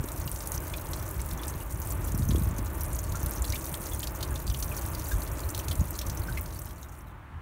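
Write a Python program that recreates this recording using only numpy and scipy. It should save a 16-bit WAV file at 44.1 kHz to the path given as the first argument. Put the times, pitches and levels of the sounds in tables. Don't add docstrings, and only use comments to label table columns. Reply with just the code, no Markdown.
import sys
import numpy as np
from scipy import signal
from scipy.fft import rfft, irfft, next_fast_len
from scipy.io import wavfile
from scipy.ndimage import uniform_filter1d, map_coordinates

SR = 44100
rng = np.random.default_rng(int(sys.argv[2]) if len(sys.argv) > 2 else 0)


def gain_from_db(level_db):
    decades = np.asarray(level_db, float) / 20
    return 10 ** decades


def int16_out(signal):
    q = np.round(np.clip(np.atleast_2d(signal).T, -1, 1) * 32767)
    wavfile.write(sys.argv[1], SR, q.astype(np.int16))


N = 326781

# f/Hz, level/dB
WASH_COLOUR = [(100, -0.5), (200, -12), (320, 2), (480, -5.5), (620, -2.5), (750, -7), (1000, -3.5),
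               (1700, -12), (2500, -17.5), (4000, -29), (8000, -59), (16000, -20)]
# f/Hz, level/dB
HUSH_COLOUR = [(90, -25), (150, -27), (300, -8), (470, -19.5), (900, -7.5), (1400, -9.5), (2800, -23.5),
               (5000, -39), (16500, -43)]
# t/s, share/0-1
LEAVING = [
    (0, 0.04),
    (6.0, 0.05),
    (6.45, 0.28),
    (7.15, 0.69),
    (7.41, 1),
]

# t/s, level/dB
STEADY_WIND = [(0.0, -39), (1.63, -38.5), (2.33, -30.5), (2.87, -37), (3.42, -38), (3.8, -39.5),
               (4.25, -36), (6.38, -38), (6.69, -42.5), (7.41, -48.5)]
# t/s, peak/dB
EDDIES = [(0.0, -25.5), (0.2, -29.5), (0.33, -30.5), (0.56, -28), (0.73, -32.5), (0.91, -33.5), (1.0, -34),
          (1.19, -30), (1.34, -30.5), (1.569, -35), (1.75, -29.5), (1.93, -34), (2.08, -29.5),
          (2.23, -23.5), (2.33, -18.5), (2.47, -23.5), (2.62, -35), (2.951, -29), (3.11, -27.5),
          (3.261, -23.5), (3.42, -26.5), (3.51, -27.5), (3.94, -33), (4.33, -26.5), (4.499, -23.5),
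          (4.65, -30), (4.85, -33), (5.16, -21.5), (5.32, -32), (5.47, -30), (5.58, -32), (5.7, -25.5),
          (5.8, -23), (6.1, -27), (6.2, -29), (6.32, -27), (6.38, -32), (7.37, -34.5)]
# t/s, peak/dB, f/Hz
POPS = [(0.042, -26, 292), (0.26, -30, 148), (1.341, -30, 160), (1.55, -28, 130), (2.144, -20.5, 156),
        (2.195, -21, 151), (2.209, -19, 130), (2.293, -15.5, 174), (2.322, -22, 220), (2.349, -18.5, 307),
        (2.379, -22, 231), (2.414, -19.5, 140), (2.509, -29, 168.6), (2.53, -25.5, 170), (2.59, -25, 230),
        (3.147, -31, 141.4), (3.383, -29, 140), (3.721, -28.5, 138), (3.802, -31.5, 150), (4.528, -39, 308),
        (5.813, -17, 139.4)]
# f/Hz, level/dB
RUMBLE_COLOUR = [(12, -44), (20, -16), (47, -1), (65, 0.5), (99, -5.5), (200, -29.5), (260, -104),
                 (440, -120)]
# f/Hz, level/dB
EDGE_COLOUR = [(80, -25), (130, 5.5), (250, -7.5), (450, -19.5), (900, -58)]

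# t/s, peak/dB, bubble f/Hz
STRAY_DROPS = [(0.2783, -38, 2820), (4.513, -40, 3100), (1.6038, -45, 3250), (3.4515, -38, 4200),
               (3.4785, -41, 4200), (5.22, -38, 4270), (5.4354, -39, 4100), (6.2175, -43, 4300),
               (6.236, -43, 4100), (6.8294, -47, 3900),
               (0.3894, -37.5, 7300), (0.578, -31, 6000), (2.8844, -44, 6070), (3.2296, -35, 6100),
         (4.0054, -32, 7060), (4.04, -35, 6460), (4.3414, -41, 6540), (4.3585, -35, 6470),
         (4.774, -37, 5600), (5.2185, -39, 6540), (6.536, -45, 8500), (6.5894, -39, 5570),
         (6.6724, -47, 5350)]

# f/Hz, time to fall 60 dB/s
HOLLOW_T60 = [
    (1500, 0.055),
    (5000, 0.073),
    (15000, 0.06),
]

# t/s, level/dB
FLOW = [(0.0, -43), (1.07, -42.5), (1.46, -44), (2.35, -42), (2.58, -46), (2.77, -41.5), (3.1, -44.5),
        (3.61, -39.5), (4.29, -44.5), (4.62, -40.5), (5.3, -42), (6.15, -44.5), (6.52, -44.5), (6.91, -56),
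        (7.06, -59.5), (7.14, -69.5), (7.41, -79)]
# f/Hz, level/dB
DROP_COLOUR = [(1200, -66), (2500, -6), (4000, -10.5), (5100, -13), (6200, -8.5), (7600, -10), (9500, -5),
               (10400, -9), (11200, -5), (16500, -4.5)]
# t/s, peak/dB, loudest f/Hz
WET_SHELF = [(0.3604, -35.5, 6030), (0.4723, -36.5, 6400), (0.519, -32, 6730), (0.5464, -35, 6060),
             (0.9333, -38, 6090), (1.3747, -39, 6200), (1.481, -32, 7340), (2.119, -32.5, 6900),
             (2.147, -34, 5600), (2.288, -31, 6240), (2.5633, -41, 6290), (2.5834, -37, 6640),
             (2.811, -37, 5700), (2.989, -28, 6660), (3.0939, -38.5, 6440), (3.3807, -38, 6060),
             (3.421, -33.5, 7110), (3.5011, -30, 5760), (3.8574, -35.5, 6050), (3.934, -36.5, 6480),
             (4.227, -34.5, 6260), (4.6245, -30, 6100), (4.995, -34.5, 5900), (5.0463, -41, 6560),
             (5.5474, -36.5, 6125), (5.683, -33, 6210), (5.9892, -28, 5770), (6.0655, -36, 6360),
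             (6.098, -33.5, 6020), (6.1722, -33.5, 5950)]
# t/s, peak/dB, loudest f/Hz
SLOPE = [(0.118, -24, 7900), (0.3148, -21, 9100), (0.4723, -21, 8860), (0.5186, -21, 8680),
         (0.7715, -24.5, 9370), (1.1107, -26.5, 9400), (1.4803, -24.5, 8600), (1.9052, -23.5, 8700),
         (2.0425, -29.5, 7450), (2.583, -26, 9250), (2.8082, -30, 9900), (2.8622, -29, 9230),
         (2.9891, -34.5, 7470), (3.261, -22, 9440), (3.4206, -22, 7800), (3.494, -29, 9330),
         (3.7397, -24, 9300), (3.8075, -29.5, 8620), (3.8294, -31, 8960), (4.2272, -28, 9770),
         (4.3076, -29, 9270), (4.4695, -28.5, 8520), (4.8613, -25, 9800), (4.921, -46, 8970),
         (5.1826, -30.5, 9240), (5.5772, -26, 9680), (5.682, -32, 8910), (5.712, -27, 9900),
         (5.908, -28.5, 7970), (5.9885, -37, 8820), (6.0668, -30.5, 9650), (6.6172, -28, 7600)]
# t/s, peak/dB, loudest f/Hz
BARE_ROCK = [(0.472, -22, 14200), (0.5186, -20, 14700), (0.5597, -26, 13150), (1.3076, -23.5, 14200),
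             (1.801, -19.5, 15000), (1.923, -19, 12840), (2.1761, -21.5, 11120), (2.489, -24, 13000),
             (2.8075, -24, 12130), (2.8342, -20, 12500), (2.989, -34, 15400), (3.2308, -21, 14170),
             (3.26, -23.5, 12120), (3.3092, -20.5, 12000), (3.6222, -31, 13530), (3.6552, -20, 11200),
             (3.693, -22, 11400), (3.9337, -21, 13500), (3.9931, -19, 12210), (4.7652, -21, 14040),
             (4.8627, -24.5, 11490), (5.3186, -29.5, 12200), (5.576, -29, 15000), (5.683, -28.5, 12550),
             (5.7936, -25, 15300), (5.906, -20, 12550), (6.2191, -27.5, 14720), (6.2342, -28.5, 14000),
             (6.4104, -20, 13300), (6.6566, -27.5, 14100)]
# t/s, peak/dB, loudest f/Hz
FAR_EDGE = [(0.182, -28.5, 13000), (0.202, -23.5, 13100), (0.2749, -26, 14400), (0.6343, -27.5, 13800),
            (0.6728, -27.5, 14500), (0.7964, -27.5, 14000), (0.856, -27, 13340), (0.9103, -32, 12800),
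            (0.964, -32, 11260), (1.0253, -32, 12100), (1.1412, -30, 13600), (1.2603, -26.5, 12800),
            (1.8521, -33, 11700), (2.0766, -24.5, 15500), (2.4248, -34.5, 12960), (2.4443, -29, 14400),
            (2.6459, -30, 13400), (2.8952, -31, 13900), (3.018, -29.5, 13600), (3.1227, -27.5, 11750),
            (3.5439, -25, 13370), (4.0398, -25.5, 12400), (4.3296, -33, 11950), (4.4219, -29.5, 12900),
            (4.59, -27, 15130), (4.6034, -23.5, 12000), (5.2752, -33, 13500), (5.7752, -31, 11300),
            (6.1489, -25, 14800), (6.5925, -26.5, 14430)]
# t/s, peak/dB, loudest f/Hz
NEAR_EDGE = [(1.203, -32, 5860), (1.215, -26.5, 8640), (1.8171, -30.5, 6480), (1.872, -27, 9300),
             (2.3265, -38, 6800), (2.382, -28.5, 8750), (2.395, -28, 9650), (2.931, -29.5, 8760),
             (3.039, -28.5, 8400), (3.1692, -30, 6800), (3.201, -31.5, 7700), (3.294, -26.5, 9150),
             (3.335, -31.5, 7800), (3.4498, -28.5, 8760), (3.6411, -30.5, 6700), (3.7161, -31, 8760),
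             (3.9466, -27, 10000), (4.07, -29, 5370), (4.4985, -27, 5500), (4.539, -31.5, 6220),
             (4.766, -29, 5680), (4.812, -32.5, 7250), (5.1395, -34.5, 6480), (5.218, -33.5, 8570),
             (5.234, -32, 8900), (5.2749, -38, 7100), (5.49, -28.5, 5850), (5.754, -29, 8500),
             (6.4294, -37, 9300), (6.8292, -36, 6200)]
# t/s, peak/dB, loudest f/Hz
SEEP = [(0.0284, -38, 7620), (0.217, -32, 6100), (0.242, -34, 5560), (0.3745, -34.5, 6180),
        (0.669, -36, 6670), (1.0484, -44, 6460), (1.497, -28, 5940), (1.549, -37, 6070),
        (1.7117, -31.5, 8070), (1.7236, -29, 7360), (1.9114, -25, 7600), (2.2326, -35, 6510),
        (2.51, -29.5, 7060), (2.659, -32, 6640), (2.947, -28.5, 6320), (3.154, -25.5, 6620),
        (3.3206, -29, 7060), (3.3584, -28.5, 5960), (3.4623, -30, 6970), (3.627, -34.5, 6630),
        (3.6727, -31, 6410), (3.9163, -34, 3480), (3.9598, -34, 6180), (4.148, -30, 6500),
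        (4.276, -33.5, 5900), (4.3923, -32, 6600), (4.4771, -22.5, 4690), (4.6804, -32.5, 5940),
        (4.7753, -25, 6480), (4.8196, -29, 7170), (4.8515, -31.5, 5860), (4.8936, -36.5, 6180),
        (4.9334, -30, 5100), (5.057, -29, 4700), (5.069, -32, 7200), (5.0788, -28.5, 7000),
        (5.1138, -32.5, 3620), (5.1933, -33.5, 6470), (5.3131, -37, 6240), (5.3842, -32.5, 7480),
        (5.4027, -28.5, 6980), (5.502, -23.5, 7270), (5.5402, -33.5, 4040), (5.5902, -22, 5950),
        (5.6388, -40, 6600), (5.808, -26.5, 6600), (5.9291, -30.5, 6100), (5.9496, -31, 4280),
        (6.115, -34.5, 6340), (6.2719, -30, 5230), (6.5569, -35, 4480), (6.6456, -41, 6760),
        (6.779, -43.5, 4330), (6.8217, -40, 6400), (6.84, -41.5, 3770), (6.8924, -40, 6010),
        (6.922, -42, 6350), (7.007, -45.5, 5660), (7.069, -48, 3880), (7.0959, -53, 3680)]
# t/s, peak/dB, loudest f/Hz
FRINGE = [(0.037, -36.5, 9110), (0.2939, -25, 13670), (0.4221, -29, 14000), (0.4865, -33.5, 14530),
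          (0.6991, -30, 8700), (0.7608, -31, 12060), (0.9902, -31.5, 10820), (1.089, -25.5, 11280),
          (1.287, -33, 11410), (1.3327, -26, 11410), (1.417, -27.5, 13850), (1.4409, -33.5, 9320),
          (1.4696, -29, 9900), (1.5055, -30, 8900), (1.6031, -29, 9910), (1.702, -35, 11200),
          (2.0499, -27, 7860), (2.2999, -30, 9400), (2.4172, -29.5, 14990), (2.4742, -38.5, 13390),
          (2.8526, -27.5, 8900), (2.9572, -22.5, 13600), (3.069, -37, 11550), (3.4772, -31.5, 9190),
          (3.5626, -32, 9190), (3.5923, -31, 8870), (3.7269, -26.5, 8930), (3.765, -33.5, 13650),
          (3.7731, -33, 13740), (3.8722, -29, 11580), (4.0195, -28, 8800), (4.1195, -29.5, 14050),
          (4.1585, -29.5, 14080), (4.3458, -33, 11480), (4.4001, -27.5, 12640), (4.572, -29, 9100),
          (4.644, -24, 11850), (4.692, -26.5, 12020), (4.702, -34.5, 13950), (4.7142, -34.5, 13980),
          (4.7918, -29.5, 13520), (4.842, -29.5, 13000), (4.9822, -30, 14450), (4.9904, -31.5, 13500),
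          (5.0386, -39.5, 15120), (5.0876, -28.5, 12470), (5.344, -37, 9330), (5.728, -30, 9260),
          (5.8397, -32, 8700), (6.021, -35, 14620), (6.0845, -29.5, 13880), (6.3165, -35, 9300),
          (6.7093, -39.5, 11280), (6.8034, -47, 9500), (6.815, -34, 12360), (6.917, -46, 12340),
          (6.945, -51.5, 11650), (6.9765, -49, 12170), (6.99, -38, 9750), (7.0812, -49.5, 13850)]
LANDING_DB = [
    10.6,
    2.31,
    0.2,
    2.3,
    4.88,
    1.3,
    0.8,
]
# t/s, peak/dB, bubble f/Hz
PUDDLE = [(0.3586, -37, 3640), (1.1932, -35, 2170), (1.433, -32.5, 3420), (2.2214, -36.5, 3670),
          (2.3066, -30.5, 3580), (2.359, -29.5, 3200), (3.5553, -29, 3220), (3.7412, -29, 3520),
          (4.0297, -26.5, 3320), (4.2275, -26, 3790), (4.357, -33, 3520), (4.545, -28, 3030),
          (5.5967, -31, 2850), (5.6825, -29.5, 3650), (5.7122, -27, 3180), (6.0132, -28.5, 3720)]
# t/s, peak/dB, bubble f/Hz
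FILM = [(0.086, -35.5, 4020), (0.276, -32, 4500), (0.405, -30, 5360), (0.544, -40, 4620),
        (0.574, -36, 4400), (0.7368, -32, 3650), (0.9333, -28.5, 4270), (1.311, -32, 4430),
        (3.1206, -33.5, 4490), (3.443, -28.5, 4040), (3.5229, -25, 4200), (3.8668, -31.5, 4540),
        (3.9997, -32.5, 4350), (4.072, -27, 3910), (4.2068, -34, 3800), (4.4666, -33, 4560),
        (4.4993, -31.5, 3700), (4.6253, -28.5, 4800), (4.7843, -36, 4500), (4.9488, -30, 4530),
        (4.997, -38, 4200), (5.3927, -31.5, 4520), (5.547, -27, 4100), (5.577, -32, 3870),
        (5.989, -28, 4420), (6.097, -30, 5100), (6.3245, -36.5, 3760), (6.4587, -35, 4900),
        (6.671, -44, 3010), (6.708, -43.5, 2620)]
# t/s, peak/dB, f/Hz, time to fall 60 dB/s, pitch climb over its life/share
PLOPS = [(0.7378, -29.5, 2380, 0.03, 0.14), (1.392, -40, 3360, 0.039, 0.045),
         (1.605, -47, 2840, 0.08, 0.01), (3.145, -35.5, 1397, 0.1, 0.013), (3.532, -32.5, 2217, 0.06, 0.36),
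         (3.917, -43.5, 3430, 0.1, -0.16), (4.312, -42, 1646, 0.084, -0.06),
         (4.7142, -37, 2500, 0.068, -0.24), (5.113, -33, 1610, 0.08, 0.088),
         (6.2823, -36, 1550, 0.089, 0.03), (6.3725, -27.5, 2135, 0.047, 0.03)]


def unit(x):
    return x / np.sqrt(np.mean(x ** 2) + 1e-20)


def along(points, hz):
    f, v = np.transpose(points)
    return np.interp(np.log(hz + 1), np.log(f + 1), v)


def curves(rows):
    s, *cols = np.transpose(rows)
    return [np.interp(np.arange(N) / SR, s, c) for c in cols]


def wobble(rate):
    knots = rng.standard_normal(int(N * rate / SR) + 4)
    return map_coordinates(knots, [np.arange(N) * rate / SR])


def filtered(x, response):
    m = next_fast_len(N + 8192)
    return irfft(rfft(x, m) * response(np.fft.rfftfreq(m, 1 / SR)), m)[..., :N]


def rush(spectrum):
    return unit(filtered(rng.standard_normal(N), lambda hz: gain_from_db(along(spectrum, hz))))


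def placed(s, grains):
    at = np.round(s * SR).astype(int)[:, None] + np.arange(grains.shape[1])
    return np.bincount(at.ravel(), grains.ravel(), N + SR)[:N]


def slaps(s, db, hz, t60, octaves, wide_db, size):
    t = np.arange(size) / SR
    apart = np.log2((np.fft.rfftfreq(size, 1 / SR) + 1) / hz[:, None])
    skirt = gain_from_db(wide_db + 10.0 * np.minimum(apart, 0))
    colour = np.exp(-(apart / octaves) ** 2) + skirt
    life = t / t60[:, None]
    noise = irfft(rfft(rng.standard_normal((len(s), size))) * colour, size)
    puff = noise * (1 - np.exp(-life / 0.038)) * gain_from_db(-60 * life)
    return placed(s, gain_from_db(db[:, None]) * puff / np.abs(puff).max(axis=1, keepdims=True))


def bubbles(s, db, hz, t60, rise, shaky, swell_s=0.0001):
    t = np.arange(SR // 12) / SR
    life = t / t60[:, None]
    drift = np.cumsum(rng.standard_normal(life.shape), axis=1) * shaky * hz[:, None] / SR
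    phase = 2 * np.pi * hz[:, None] * t * (1 + rise * (life - 0.2)) + drift
    return placed(s, gain_from_db(db[:, None] - 60 * life) * (1 - np.exp(-t / swell_s)) * np.sin(phase))


def wash():
    wash_db, hush_db = -41.5, -52
    echo_s = 0.003314

    def off_rock(hz):
        return 1 + 0.18 * np.exp(-2j * np.pi * hz * echo_s) / (1 + 1j * hz / 1800)

    share = np.clip(curves(LEAVING)[0], 0, 1)
    water = (1 - share) ** 1.7 * gain_from_db(wash_db) * unit(filtered(rush(WASH_COLOUR), off_rock))
    shore = np.sqrt(share) * gain_from_db(hush_db) * rush(HUSH_COLOUR)
    return gain_from_db(1.04 * wobble(6)) * (water + shore)


def buffeting():
    eddy_s, growth_per_db, flutter_db = 0.014, 0.02, 1
    t = np.arange(N) / SR
    power = gain_from_db(curves(STEADY_WIND)[0] + 2.0 + flutter_db * wobble(14)) ** 2
    for s, db in EDDIES:
        half_s = eddy_s * (1.5 + growth_per_db * (db + 16.0))
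        power = power + gain_from_db(db) ** 2 * np.exp(-((t - s) / half_s) ** 2)
    return 10 * np.log10(power)


def wind():
    port_top = 0.24
    buffet_db = buffeting()
    rumble = rush(RUMBLE_COLOUR)
    swell = np.sqrt(np.abs(uniform_filter1d(rumble ** 2, SR // 30)) + 0.05)
    thumps = gain_from_db(buffet_db) * unit(rumble / swell ** 0.6)
    gust_db = uniform_filter1d(buffet_db, SR // 8) + 27.0
    edge = gain_from_db(-40.5 + 0.88 * gust_db) * rush(EDGE_COLOUR)
    s, db, hz = np.transpose(POPS)
    turns = np.arange(SR // 25) / SR * hz[:, None]
    fall = gain_from_db(db[:, None] + 9.5 - 15.3 * turns)
    pops = -fall * (1 - np.exp(-turns / 0.32)) * np.sin(2 * np.pi * turns)
    push = thumps + edge + placed(s, pops)
    return push / (1 + np.abs(push / port_top) ** 4) ** (1 / 4)


def hollow(x):
    out, size = np.zeros(N + SR), SR // 40
    for start in range(0, N, size):
        hz, t, z = signal.stft(rng.standard_normal(SR // 8), SR, nperseg=128)
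        fade = gain_from_db(-60 * t / along(HOLLOW_T60, hz)[:, None])
        tail = signal.istft(z * fade, SR, nperseg=128)[1]
        wet = signal.fftconvolve(x[start:start + size], tail / np.linalg.norm(tail))
        out[start + 60:][:len(wet)] += wet
    return out[:N]


def stragglers():
    s, db, hz = np.array(STRAY_DROPS).T
    t60 = 0.028 * (4000 / hz) ** 1.0
    splash = slaps(s, db + 3, hz, 0.56 * t60, octaves=0.15, wide_db=-25, size=1024)
    return splash + gain_from_db(-6.5) * bubbles(s, db, hz, t60, rise=0.045, shaky=1.9)


def patter(busy, count):
    scattered = 2.2
    when, big, pitch, life = rng.random((count, 4)).T
    crowding = scattered + np.abs(busy) / np.abs(busy).mean()
    arrived = np.cumsum(gain_from_db(2.2 * wobble(25)) * crowding)
    s = np.interp(when, arrived / arrived[-1], np.arange(N) / SR)
    size_db = np.minimum(-4.6 * np.log(1 - big), 13)
    hz, t60 = 4500 * 3.4 ** pitch, 0.00075 + 0.029 * life
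    return unit(slaps(s, size_db, hz, t60, octaves=0.5, wide_db=-13, size=512))


def stone_drops():
    rebound_s = 0.008
    tick_db, tick_t60 = 3.5, 0.0036
    mist_db = -4
    flow_db, = curves(FLOW)
    places = [WET_SHELF, SLOPE, BARE_ROCK, FAR_EDGE, NEAR_EDGE, SEEP, FRINGE]
    lifted = [np.add(rows, [0.0006, lift, 0]) for rows, lift in zip(places, LANDING_DB)]
    s, db, hz = np.vstack(lifted).T
    life = 0.011 * (8000 / hz) ** 2.0 * gain_from_db(0.7 * rng.standard_normal(len(s)))

    hits = placed(s, gain_from_db(0.3 * (db - flow_db[(s * SR).astype(int)]))[:, None])
    busy = filtered(hits, lambda f: 1 / (1 + 2j * np.pi * f * rebound_s))
    mist = gain_from_db(mist_db) * filtered(rng.standard_normal(N), lambda f: f / (f + 9000j))
    fine = gain_from_db(flow_db + 2.5) * (patter(busy, count=3800) + mist)

    octaves = 0.16 * (hz[:, None] / 6000) ** 1.6
    single = gain_from_db(1.5) * slaps(s, db, hz, life, octaves=octaves, wide_db=-20.5, size=1024)
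    tick = slaps(s, db + tick_db, hz, np.full(len(s), tick_t60), octaves=0.49, wide_db=-3, size=256)
    return filtered(single + tick + fine, lambda f: gain_from_db(along(DROP_COLOUR, f)))


def plinks():
    puddle_t60, film_t60, spread_db = 0.035, 0.026, 2.5
    s, db, hz = np.vstack([PUDDLE, FILM]).T
    usual_t60 = np.repeat([puddle_t60, film_t60], [len(PUDDLE), len(FILM)])
    t60 = usual_t60 * gain_from_db(spread_db * rng.standard_normal(len(s)))
    entry = slaps(s, db + 0.49, 1.09 * hz, 0.89 * t60, octaves=0.59, wide_db=-2, size=1024)
    return entry + gain_from_db(-3.5) * bubbles(s, db, hz, 0.8 * t60, rise=0.072, shaky=3.8)


def plops():
    s, db, hz, t60, climb = np.transpose(PLOPS)
    froth_db = db - 1 + 0.7 * (db + 28)
    froth = slaps(s, froth_db, 1.08 * hz, 0.9 * t60, octaves=0.28, wide_db=-13, size=2048)
    return froth + bubbles(s, db + 3, hz, t60, rise=climb[:, None], shaky=1.5, swell_s=0.002)


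def drips():
    return stone_drops() + plinks() + plops()


def scene():
    water = drips()
    return (water + gain_from_db(-8.5) * hollow(water) + wash() + wind() + stragglers())[None]


def gain_control(x):
    threshold_db, db_per_db_over, duck_s = -29.5, 0.088, 0.57
    loud_db = 10 * np.log10(np.abs(uniform_filter1d(x ** 2, int(duck_s * SR))) + 1e-12)
    return x * gain_from_db(-db_per_db_over * np.maximum(loud_db - threshold_db, 0))


def band_limit(x):
    return signal.sosfilt(signal.butter(12, 16830, fs=SR, output="sos"), x)


def record(dry):
    dip_hz, dip_wide_hz, dip_db = 4920, 350, -1.5
    top_hz, above_top_db, bass_hz = 15750, -48, 30

    def microphone(hz):
        dip = gain_from_db(dip_db * np.exp(-((hz - dip_hz) / dip_wide_hz) ** 2))
        top = np.where(hz < top_hz, 1, gain_from_db(above_top_db))
        return dip * top / (1 + (bass_hz / (hz + 1)) ** 3)

    mix = filtered(gain_control(dry), microphone)
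    return band_limit(mix)


dry = scene()
out = record(dry)
int16_out(out)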